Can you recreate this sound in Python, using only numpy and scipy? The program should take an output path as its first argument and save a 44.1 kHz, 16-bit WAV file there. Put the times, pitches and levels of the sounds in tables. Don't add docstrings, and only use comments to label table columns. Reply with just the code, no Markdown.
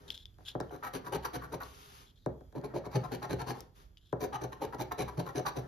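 import sys
import numpy as np
from scipy import signal
from scipy.fft import rfft, irfft
from scipy.io import wavfile
from scipy.ndimage import uniform_filter1d

SR = 44100
rng = np.random.default_rng(int(sys.argv[2]) if len(sys.argv) > 2 else 0)


def how_loud(loudness_db):
    steps = np.asarray(loudness_db, float) / 20
    return 10 ** steps


def dump(signal):
    limited = np.clip(np.atleast_2d(signal).T, -1, 1)
    pcm = np.round(limited * 32767).astype(np.int16)
    wavfile.write(sys.argv[1], SR, pcm)


N = 250047


def unit(x):
    return x / np.sqrt(np.mean(np.atleast_2d(x)[0] ** 2))


def convolve(x, h):
    return signal.oaconvolve(x, h)[:N]


def add(sound, part, start_s):
    i = int(start_s * SR)
    sound[..., i:i + part.shape[-1]] += part[..., :N - i]


def walk(rate_hz):
    hold = int(SR / rate_hz)
    steps = np.repeat(rng.standard_normal(N // 20), hold)[:N]
    return 0.99 * uniform_filter1d(steps, hold)


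def flakes(rate_hz, scatter_db):
    when, size, sign = rng.random((3, N))
    height = how_loud(-scatter_db * np.log(size + 0.0012))
    return unit((when < rate_hz / SR) * height * (sign - 0.5))


def response(points):
    hz, db = np.transpose(points)
    bins_hz = np.arange(1, 4098) * SR / 8192
    cepstrum = irfft(np.log(how_loud(np.interp(np.log(bins_hz), np.log(hz), db))))
    cepstrum[1:4096] *= 2
    cepstrum[4097:] = 0
    h = irfft(np.exp(rfft(cepstrum)))
    return h / np.sqrt(np.sum(h ** 2))


def coloured(force, colour, side_db, alike):
    smear = rng.standard_normal(400) * np.exp(-np.arange(400) / 100.0)
    other = convolve(force, smear / np.sqrt(np.sum(smear ** 2)))
    alike = np.clip(alike, 0, 1)
    side = alike * force + np.sqrt(1 - alike ** 2) * other
    return np.array([convolve(force, response(colour[0])), how_loud(side_db) * convolve(side, response(colour[1]))])


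def ring(modes, detune=0, shift_db=0):
    hz, t60, mid_db, side_db = np.transpose(modes)[:, :, None]
    hz = hz * (1 + detune)
    t = np.maximum(np.arange(int(t60.max() * SR)) / SR - 0.01611 / np.sqrt(hz), 0)
    decay = np.exp(-np.log(1000) * t / t60) / np.sqrt(t60)
    onset = 1 - np.exp(-t * hz * 7.6)
    waves = decay * onset * np.sin(2 * np.pi * hz * t)
    k = np.arange(len(modes))[:, None]
    mid = (-1) ** k * how_loud(mid_db)
    side = (-1) ** (k + (k % 3 == 2)) * how_loud(side_db)
    pair = (how_loud(shift_db) * np.array([mid, side]) * waves).sum(1)
    return pair / np.sqrt(np.sum(pair[0] ** 2))


def strike(force, modes, detune=0, shift_db=0):
    return signal.oaconvolve(force[None], ring(modes, detune, shift_db), axes=1)


def favour(modes, centre_hz, slope_db):
    return -slope_db * np.abs(np.log2(np.array(modes)[:, :1] / centre_hz))


def bite(length, rise_s, fall_s, drag_db):
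    t = np.arange(int((length + 0.12) * SR)) / SR - 0.02
    late = np.maximum(t - length + fall_s, 0)
    press = np.exp(-np.maximum(rise_s - t, 0) ** 2 / rise_s ** 2)
    release = np.exp(-late / fall_s) + how_loud(drag_db) * np.exp(-late / 0.033)
    return press * release


# pitch_hz [Hz], level_db [dB]
AIR = [
    [(15, -16), (25, 12), (93, -2.5), (186, -15), (427, -27), (515, -32), (1090, -40), (1180, -37), (2930, -45.5), (3350, -32.5), (3830, -46), (7090, -41.5), (8550, -51), (9900, -49), (13500, -41), (14400, -56)],
    [(15, -46), (25, 28.5), (237, -6.5), (415, -5), (543, -9), (1630, -14), (2130, -19), (7890, -14.5), (15000, -43.5)],
]


def air():
    noise = rng.standard_normal(N) * how_loud(1.4 * walk(rate_hz=4.3))
    return how_loud(-54) * coloured(noise, AIR, side_db=-12, alike=0.23)


# start_s [s], length_s [s], hiss_db [dB], wood_rumble_db [dB]
SLIDES = [(-.03, 0.14, -70, -58), (0.373, .17, -76, -63.5), (0.596, 0.38, -77.5, -62),
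          (0.995, 0.56, -75.5, -56), (1.615, 0.4, -61.5, -62), (2.296, .2, -100, -88),
          (2.58, 0.35, -83, -54), (2.94, 0.55, -72.5, -53.5), (3.525, 0.076, -65.5, -52),
          (3.734, 0.088, -69, -62.5), (4.254, 0.63, -78.5, -55), (4.977, 1, -73, -52.5)]


def glide(column):
    rise_s, fall_s = 0.027, 0.038
    t = np.arange(N) / SR
    gain = np.zeros(N)
    for row in SLIDES:
        start_s, length_s = row[:2]
        ease_in = np.clip((t - start_s) / rise_s, 0, 1) ** 2
        let_go = np.exp(-np.maximum(t - start_s - length_s, 0) / fall_s)
        gain += how_loud(row[column]) * ease_in * let_go
    return gain


# pitch_hz [Hz], level_db [dB]
SKIN = [
    [(470, -35), (800, -5), (1360, -3), (1460, -6), (3160, -2), (6510, -3), (8740, -32), (9890, -8), (11700, -7), (13800, -13), (15000, -49)],
    [(470, -33), (800, -3), (2300, -12), (7930, -10), (10500, -15), (12500, -58), (12900, -23), (15000, -20)],
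]
# pitch_hz [Hz], t60_s [s], mid_db [dB], side_db [dB]
BASS = [(62.8, 0.61, 1, -24), (94, 0.13, -20, -42), (127.3, 0.12, 12, -24), (170, 0.11, 4, -13)]
# pitch_hz [Hz], t60_s [s], mid_db [dB], side_db [dB]
TABLE = [(213, 0.14, -8, -14), (260.2, 0.14, -6, -13), (322, 0.066, -4, -5), (376.7, 0.069, -1.5, -7),
         (405.6, 0.058, 1.5, -8.5), (468.6, 0.08, -9.5, -12), (501, 0.097, -2.5, -12),
         (615.6, 0.05, -9.5, -41), (639, 0.068, -4, -7.5)]
# pitch_hz [Hz], t60_s [s], mid_db [dB], side_db [dB]
CARD = [(744.4, 0.09, 0, -1), (809.6, 0.02, 2.5, -10), (847.3, 0.024, 5, -9.5), (942.4, 0.032, 0, -19),
        (993, 0.043, -1.5, -8), (1107, 0.018, -2, -9.5), (1106, 0.035, -4.5, -6.5), (1333, 0.027, -3, -12),
        (1462, 0.035, -3.5, 1.5), (1504, 0.0087, 1.5, -18), (1796, 0.017, -3, -4), (1836, 0.045, 0, -65)]


def sliding():
    hiss = glide(column=2) * how_loud(walk(rate_hz=30)) * flakes(rate_hz=30000, scatter_db=2.5)
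    rumble = glide(column=3) * how_loud(2.9 * walk(rate_hz=57)) * flakes(rate_hz=3000, scatter_db=1.5)
    sound = how_loud(1.5) * coloured(hiss, SKIN, side_db=0, alike=0.2)
    for modes, db in ((TABLE, -6), (CARD, -12), (BASS, -6)):
        sound += how_loud(db) * strike(rumble, modes)[:, :N]
    return sound


# start_s [s], length_s [s], level_db [dB], grip_pitch_hz [Hz]
RUBS = [(0.078, 0.015, -48.5, 3200), (0.1, 0.032, -50.5, 3370), (0.14, 0.021, -47.5, 3280),
        (0.155, 0.083, -59.5, 3300), (0.263, 0.0048, -59.5, 3580), (0.27, 0.034, -84, 3270),
        (0.45, 0.06, -50.5, 3130), (0.479, 0.016, -43.5, 3220), (0.503, 0.026, -58.5, 3300),
        (2.061, 0.055, -66, 3200), (2.156, 0.026, -68.5, 3320), (2.176, 0.083, -74.5, 3720),
        (3.969, 0.022, -66.5, 2980), (4.01, 0.043, -74, 3200), (4.05, 0.047, -69.5, 3350),
        (4.091, 0.041, -72, 3160)]
# pitch_hz [Hz], t60_s [s], mid_db [dB], side_db [dB]
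FINGERS = [(3200, 0.012, 6.5, -6.5), (3600, 0.0052, 3, -7), (4090, 0.006, 1.5, -10),
           (4830, 0.0013, -5, -16), (5520, 0.0022, -4, -28), (1590, 0.018, -16, -30),
           (7100, 0.0013, -6, -3), (10600, 0.0015, -13.5, -38), (12500, .003, -20, -20)]


def rubbing():
    sound = np.zeros((2, N))
    skin = how_loud(2.5 * walk(rate_hz=240)) * flakes(rate_hz=14000, scatter_db=0.5)
    for start_s, length, db, hz in RUBS:
        shape = bite(length, rise_s=min(0.002, length / 4), fall_s=min(0.004, length / 3), drag_db=-61)
        i = int((start_s - 0.02) * SR)
        force = shape * skin[i:i + len(shape)]
        add(sound, how_loud(db) * strike(force, FINGERS, detune=hz / FINGERS[0][0] - 1), i / SR)
    return sound


# start_s [s], peak_db [dB], pitch_hz [Hz], top_db [dB], ring_cycles [cycles]
TICKS = [(0.1036, -13, 3310, -28, 3.5), (0.1447, -32, 3450, -22, 2.5), (0.177, -26.5, 3500, -25, 3.7),
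         (0.2557, -27, 3460, -29.5, 4.9), (0.3426, -52, 3260, -26, 3.2), (0.61, -30, 5170, -44, 5),
         (0.695, -46, 3100, -22, 4.7), (1.6064, -41, 4350, -20, 3.2), (1.6343, -29.5, 4270, -14, 4.4),
         (2.614, -43, 4330, -22, 2.3), (3.5614, -54, 4330, -18, 2.1), (3.589, -48, 4360, -8, 2.3),
         (3.6058, -17, 5580, -20.5, 1.8), (3.972, -34, 3200, -47, 2.5), (4.0994, -64, 3380, -9, 2.5)]


def ticking():
    sound = np.zeros((2, N))
    t = np.arange(500) / SR
    quick = np.exp(-t / 0.00038)
    for (start_s, db, hz, top_db, cycles), noise in zip(TICKS, rng.standard_normal((len(TICKS), 500))):
        body = np.sin(2 * np.pi * hz * t) * np.exp(-t * hz / cycles)
        body += 1.06 * np.sin(2 * np.pi * 1.47 * hz * t) * quick
        top = 0.92 * how_loud(top_db) * np.diff(noise, prepend=0) * np.exp(-t / 0.0018)
        tick = body * (1 - quick) + top
        add(sound, how_loud(db - 3.5) * tick * np.array([[1], [0.4]]), start_s)
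    return sound


# pitch_hz [Hz], level_db [dB]
GRIT = [
    [(940, -33), (1600, 4.5), (2030, -4.5), (3270, -14.5), (3950, -1), (5250, -12.5), (5950, -4), (7610, -11), (9390, -10), (13600, -20), (15500, -75)],
    [(940, -10), (1600, -21), (2030, -12), (3990, -5), (5250, -20.5), (6060, -4), (8060, -16), (9660, -7), (11900, -54), (13000, 0), (15500, -73)],
]


def gritty(force, alike):
    return coloured(force, GRIT, side_db=-2.5, alike=alike)


# start_s [s], peak_db [dB], card_share_db [dB], crack_db [dB]
KNOCKS = [
    (0.384, -63, 24, -8),
    (0.405, -60.5, 18, -16),
    (0.55, -33, 14, -32),
    (0.602, -35.5, 16, -10),
    (2.261, -29.5, 9.5, -24),
    (2.408, -54, 14, -18),
    (2.525, -61, 19, -7),
    (2.863, -40.5, -2, -16),
    (4.127, -30.5, 14.5, -25.5),
    (5.023, -44, -17, -4),
]
# pitch_hz [Hz], t60_s [s], mid_db [dB], side_db [dB]
THUD = [(354, 0.052, 3.5, 1.5), (530, 0.0082, 5, -8.5), (947, 0.024, -1.5, -24)]


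def knocks():
    sound, crack = np.zeros((2, N)), np.zeros(N)
    samples = np.arange(120)
    push = samples * np.exp(-samples / 5.17) / 3
    for (start_s, db, card_db, crack_db), tilt in zip(KNOCKS, rng.standard_normal((len(KNOCKS), 12, 1))):
        bodies = ((THUD, 9, 0), (TABLE, 7, 0), (BASS, 4.5, 0), (CARD, card_db - 11.5, 7))
        for modes, gain_db, slope_db in bodies:
            shift_db = favour(modes, modes[0][0], slope_db) + 1.6 * tilt[:len(modes)]
            add(sound, how_loud(db + gain_db) * strike(push, modes, shift_db=shift_db), start_s + 0.00133)
        crack[int(start_s * SR)] = how_loud(db + crack_db)
    burst = rng.standard_normal(400) * np.exp(-np.arange(400) / 80)
    return sound + how_loud(7.5) * gritty(convolve(crack, burst), alike=0.52)


# start_s [s], length_s [s], tearing_db [dB], load_db [dB], hand_weight_db [dB re load]
PUSHES = [(0.708, 0.061, -63, -45.5, -10), (0.935, 0.044, -48, -43, -8), (1.123, 0.045, -47, -38.5, -5),
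          (1.333, 0.038, -47, -41.5, -1), (1.521, 0.032, -50.5, -37, -7), (2.551, 0.039, -61.5, -36, -4),
          (2.638, 0.028, -57.5, -42.5, -10), (2.739, 0.012, -61, -37, -7),
          (2.751, 0.03, -49.5, -34.5, -9.5), (2.947, 0.028, -47.5, -34.5, 2.5),
          (3.116, 0.041, -46.5, -34.5, -8.5), (3.296, 0.043, -47.5, -38.5, 0.5),
          (3.468, 0.052, -46, -37.5, -7), (4.202, 0.055, -50, -37, -13.5), (4.413, 0.041, -54.5, -39, -6),
          (4.609, 0.045, -51, -39.5, -5), (4.785, 0.015, -56, -44, 5), (4.798, 0.029, -43.5, -38, -15),
          (4.98, 0.048, -45, -37.5, -2.5), (5.173, 0.037, -55, -38, -1.5), (5.352, 0.045, -45.5, -36, -6.5),
          (5.558, 0.041, -51.5, -38, -4)]
# start_s [s], length_s [s], tearing_db [dB], card_db [dB]
PULLS = [(0.602, 0.043, -76, -56.5), (0.831, 0.053, -51, -42), (1.047, 0.04, -56, -48),
         (1.226, .024, -59, -61), (1.25, 0.016, -39, -36.5), (1.416, 0.044, -60, -52.5),
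         (1.605, 0.033, -54.5, -48), (2.839, 0.037, -62.5, -56), (2.909, 0.06, -61, -57.5),
         (3.035, 0.028, -57.5, -46.5), (3.222, 0.036, -51, -43.5), (3.39, 0.035, -49.5, -42.5),
         (3.548, 0.058, -76, -59.5), (4.329, 0.036, -50.5, -41.5), (4.524, 0.015, -52.5, -45),
         (4.726, 0.026, -59, -47.5), (4.915, 0.013, -43.5, -37), (5.08, 0.016, -53, -46),
         (5.197, 0.017, -51, -43.5), (5.257, 0.051, -60.5, -50), (5.457, 0.04, -43, -36)]
# from_s [s], card_push_hz, card_pull_hz, table_push_hz, table_pull_hz [Hz]
SPOTS = [
    (0.0, 900, 1120, 400, 1200),
    (2.0, 800, 965, 375, 530),
    (3.9, 800, 960, 375, 370),
]


def strokes():
    rows = []
    for start_s, length, tear, load, weight in PUSHES:
        spot = sum(row[0] <= start_s for row in SPOTS) - 1
        card = -48 + 0.48 * (tear + 50)
        rows.append((start_s, length, tear, card, load, load + weight, *SPOTS[spot][1::2], spot))
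    for start_s, length, tear, card in PULLS:
        spot = sum(row[0] <= start_s for row in SPOTS) - 1
        rows.append((start_s, length, tear, card, card - 7.5, card - 12.5, *SPOTS[spot][2::2], spot))
    return rows


# pitch_hz [Hz], t60_s [s], mid_db [dB], side_db [dB]
COIN = [(2290, 0.011, -1, -13), (2976, 0.01, -1, -15), (4090, 0.017, 1, -28), (4330, 0.015, -1.5, -11),
        (4970, 0.029, -7, -14), (5270, 0.012, -8, -8), (6120, 0.015, 2, -4.5), (6600, 0.016, -27, -14.5),
        (9850, 0.018, -12, -11), (9600, .012, -8, -15), (11250, 0.0068, -3, -24), (11840, 0.019, -7.5, -22),
        (12970, 0.0073, -7, -28), (13270, 0.014, -1, -14)]
GRIPS = [
    (0.23, 3.5, 0.12, 5, -0.61, 1, 0, 0, 3, 6, 0.81, 0.28, 12, 2),
    (1, 0, -0.65, 6.5, 1.8, 0.39, -2, 0, 3, -32, -0.83, -1, -16, 0),
    (0, -0.11, -0.14, -0.5, -0.75, -1, 2, 0, 0, -4, 1, 0, -6, 1.5),
]


def scraping():
    patchy = how_loud(2.4 * walk(rate_hz=150))
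    fine = patchy * how_loud(2 * walk(rate_hz=400)) * flakes(rate_hz=5000, scatter_db=2)
    coarse = patchy * flakes(rate_hz=2200, scatter_db=2.5)
    sound, (grit, load, weight) = np.zeros((2, N)), np.zeros((3, N))
    chance = rng.standard_normal((len(PUSHES) + len(PULLS), 2, 14, 1))
    lead_s = 0.004034
    for row, (tune, tilt) in zip(strokes(), chance):
        start_s, length, grit_db, card_db, table_db, bass_db, card_hz, table_hz, spot = row
        i = int((start_s - 0.02) * SR)
        tear = bite(length, rise_s=0.0086, fall_s=0.007, drag_db=-22.5)[:N - i]
        judder = bite(length, rise_s=0.0081, fall_s=0.0058, drag_db=-23.5)[:N - i]
        tear = tear * fine[i:i + len(tear)]
        judder = judder * coarse[i:i + len(judder)]
        tear_s, wood_s = i / SR, i / SR - lead_s
        add(grit, how_loud(grit_db) * tear, tear_s)
        add(load, how_loud(table_db) * judder, wood_s)
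        add(weight, how_loud(bass_db) * judder, wood_s)
        coin_shift = np.array(GRIPS[spot])[:, None] + 3.5 * tilt
        card_shift = favour(CARD, card_hz, slope_db=18) + 1.8 * tilt[:len(CARD)]
        table_shift = favour(TABLE, table_hz, slope_db=6) + 2.2 * tilt[:len(TABLE)]
        bodies = ((COIN, tear, grit_db - 2.5, 0.008, coin_shift, tear_s),
                  (CARD, judder, card_db + 2.5, 0.03, card_shift, wood_s),
                  (TABLE, judder, table_db - 1, 0.02, table_shift, wood_s))
        for modes, force, db, detune, shift_db, when_s in bodies:
            add(sound, how_loud(db) * strike(force, modes, detune * tune[:len(modes)], shift_db), when_s)
    wood = how_loud(-5) * strike(load, THUD)[:, :N] + how_loud(1.1) * strike(weight, BASS)[:, :N]
    return sound + wood + how_loud(-3) * gritty(grit, alike=0.18)


# start_s [s], peak_db [dB], wood_db [dB re peak]
SNAGS = [(0.9505, -33, -1), (1.0662, -42, 0.5), (1.0829, -45, 6), (1.1562, -35, 2.5), (1.3468, -38, -6),
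         (1.5419, -36, -2), (2.7631, -45, -12), (2.9577, -34, -1), (3.0389, -43, 1.5), (3.2286, -35, -3.5),
         (3.3304, -38, -1), (3.3964, -49, 2), (3.4165, -34, -2), (4.2648, -52, 8.5), (4.4392, -35.5, -1),
         (4.4636, -60, -4), (4.7455, -39.5, 6), (4.8109, -31, -9), (4.9197, -37, -0.5), (4.9907, -33, 2.5),
         (5.2, -38, 4), (5.264, -42.5, 1), (5.289, -43, 0), (5.3064, -49, -1), (5.3687, -40, 4.5),
         (5.3968, -40, 9.5), (5.4656, -34.5, -3.5), (5.5845, -47, 4)]


def snags():
    rip, jolt = np.zeros((2, N))
    t = np.arange(400) / SR
    for (start_s, db, wood_db), noise in zip(SNAGS, rng.standard_normal((len(SNAGS), 400))):
        add(rip, how_loud(db) * noise * np.exp(-t / 0.0022), start_s)
        add(jolt, how_loud(db + wood_db) * t / 0.00035 * np.exp(-t / 0.00025), start_s)
    sound = how_loud(-9.5) * strike(rip, COIN)[:, :N] + how_loud(-8.5) * gritty(rip, alike=0.37)
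    for modes, db in ((THUD, 3), (TABLE, 3), (CARD, 4), (BASS, -3)):
        sound += how_loud(db) * strike(jolt, modes)[:, :N]
    return sound


def room(pair):
    t = np.arange(SR // 2) / SR
    noise = rng.standard_normal((2, SR // 2)) * (t > 0.006)
    low, middle = uniform_filter1d(noise, size=24), uniform_filter1d(noise, size=5)
    bands = ((2.52 * low, 0.4), (3.17 * (middle - low), 0.28), (0.72 * (noise - middle), 0.15))
    tails = sum(band * np.exp(-np.log(1000) * t / t60) for band, t60 in bands)
    tails /= np.sqrt(np.sum(tails[0] ** 2))
    return how_loud(-13) * np.array([convolve(x, h) for x, h in zip(pair, tails)])


def scene():
    near = scraping() + snags() + knocks() + sliding()
    fingers = rubbing() + ticking()
    mid, side = near + fingers + room(near + 0.48 * fingers) + air()
    return np.array([mid + side, mid - side])


def roll_off(x):
    return signal.sosfilt(signal.butter(12, 15690, fs=SR, output="sos"), x)


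# from_hz, to_hz [Hz]
HOLE_HZ = [7550., 9350.]


def record(dry):
    mid = dry.mean(0)
    holed = signal.sosfilt(signal.butter(3, HOLE_HZ, "bandstop", fs=SR, output="sos"), mid)
    hollowed = dry - (1 - how_loud(-32)) * (mid - holed)
    phone = signal.sosfilt(signal.butter(4, 46, "highpass", fs=SR, output="sos"), hollowed)
    low = signal.sosfilt(signal.butter(12, 13750, fs=SR, output="sos"), phone)
    mix = how_loud(-17.5) * phone + (1 - how_loud(-13)) * low
    return roll_off(mix)


dry = scene()
out = record(dry)
dump(out)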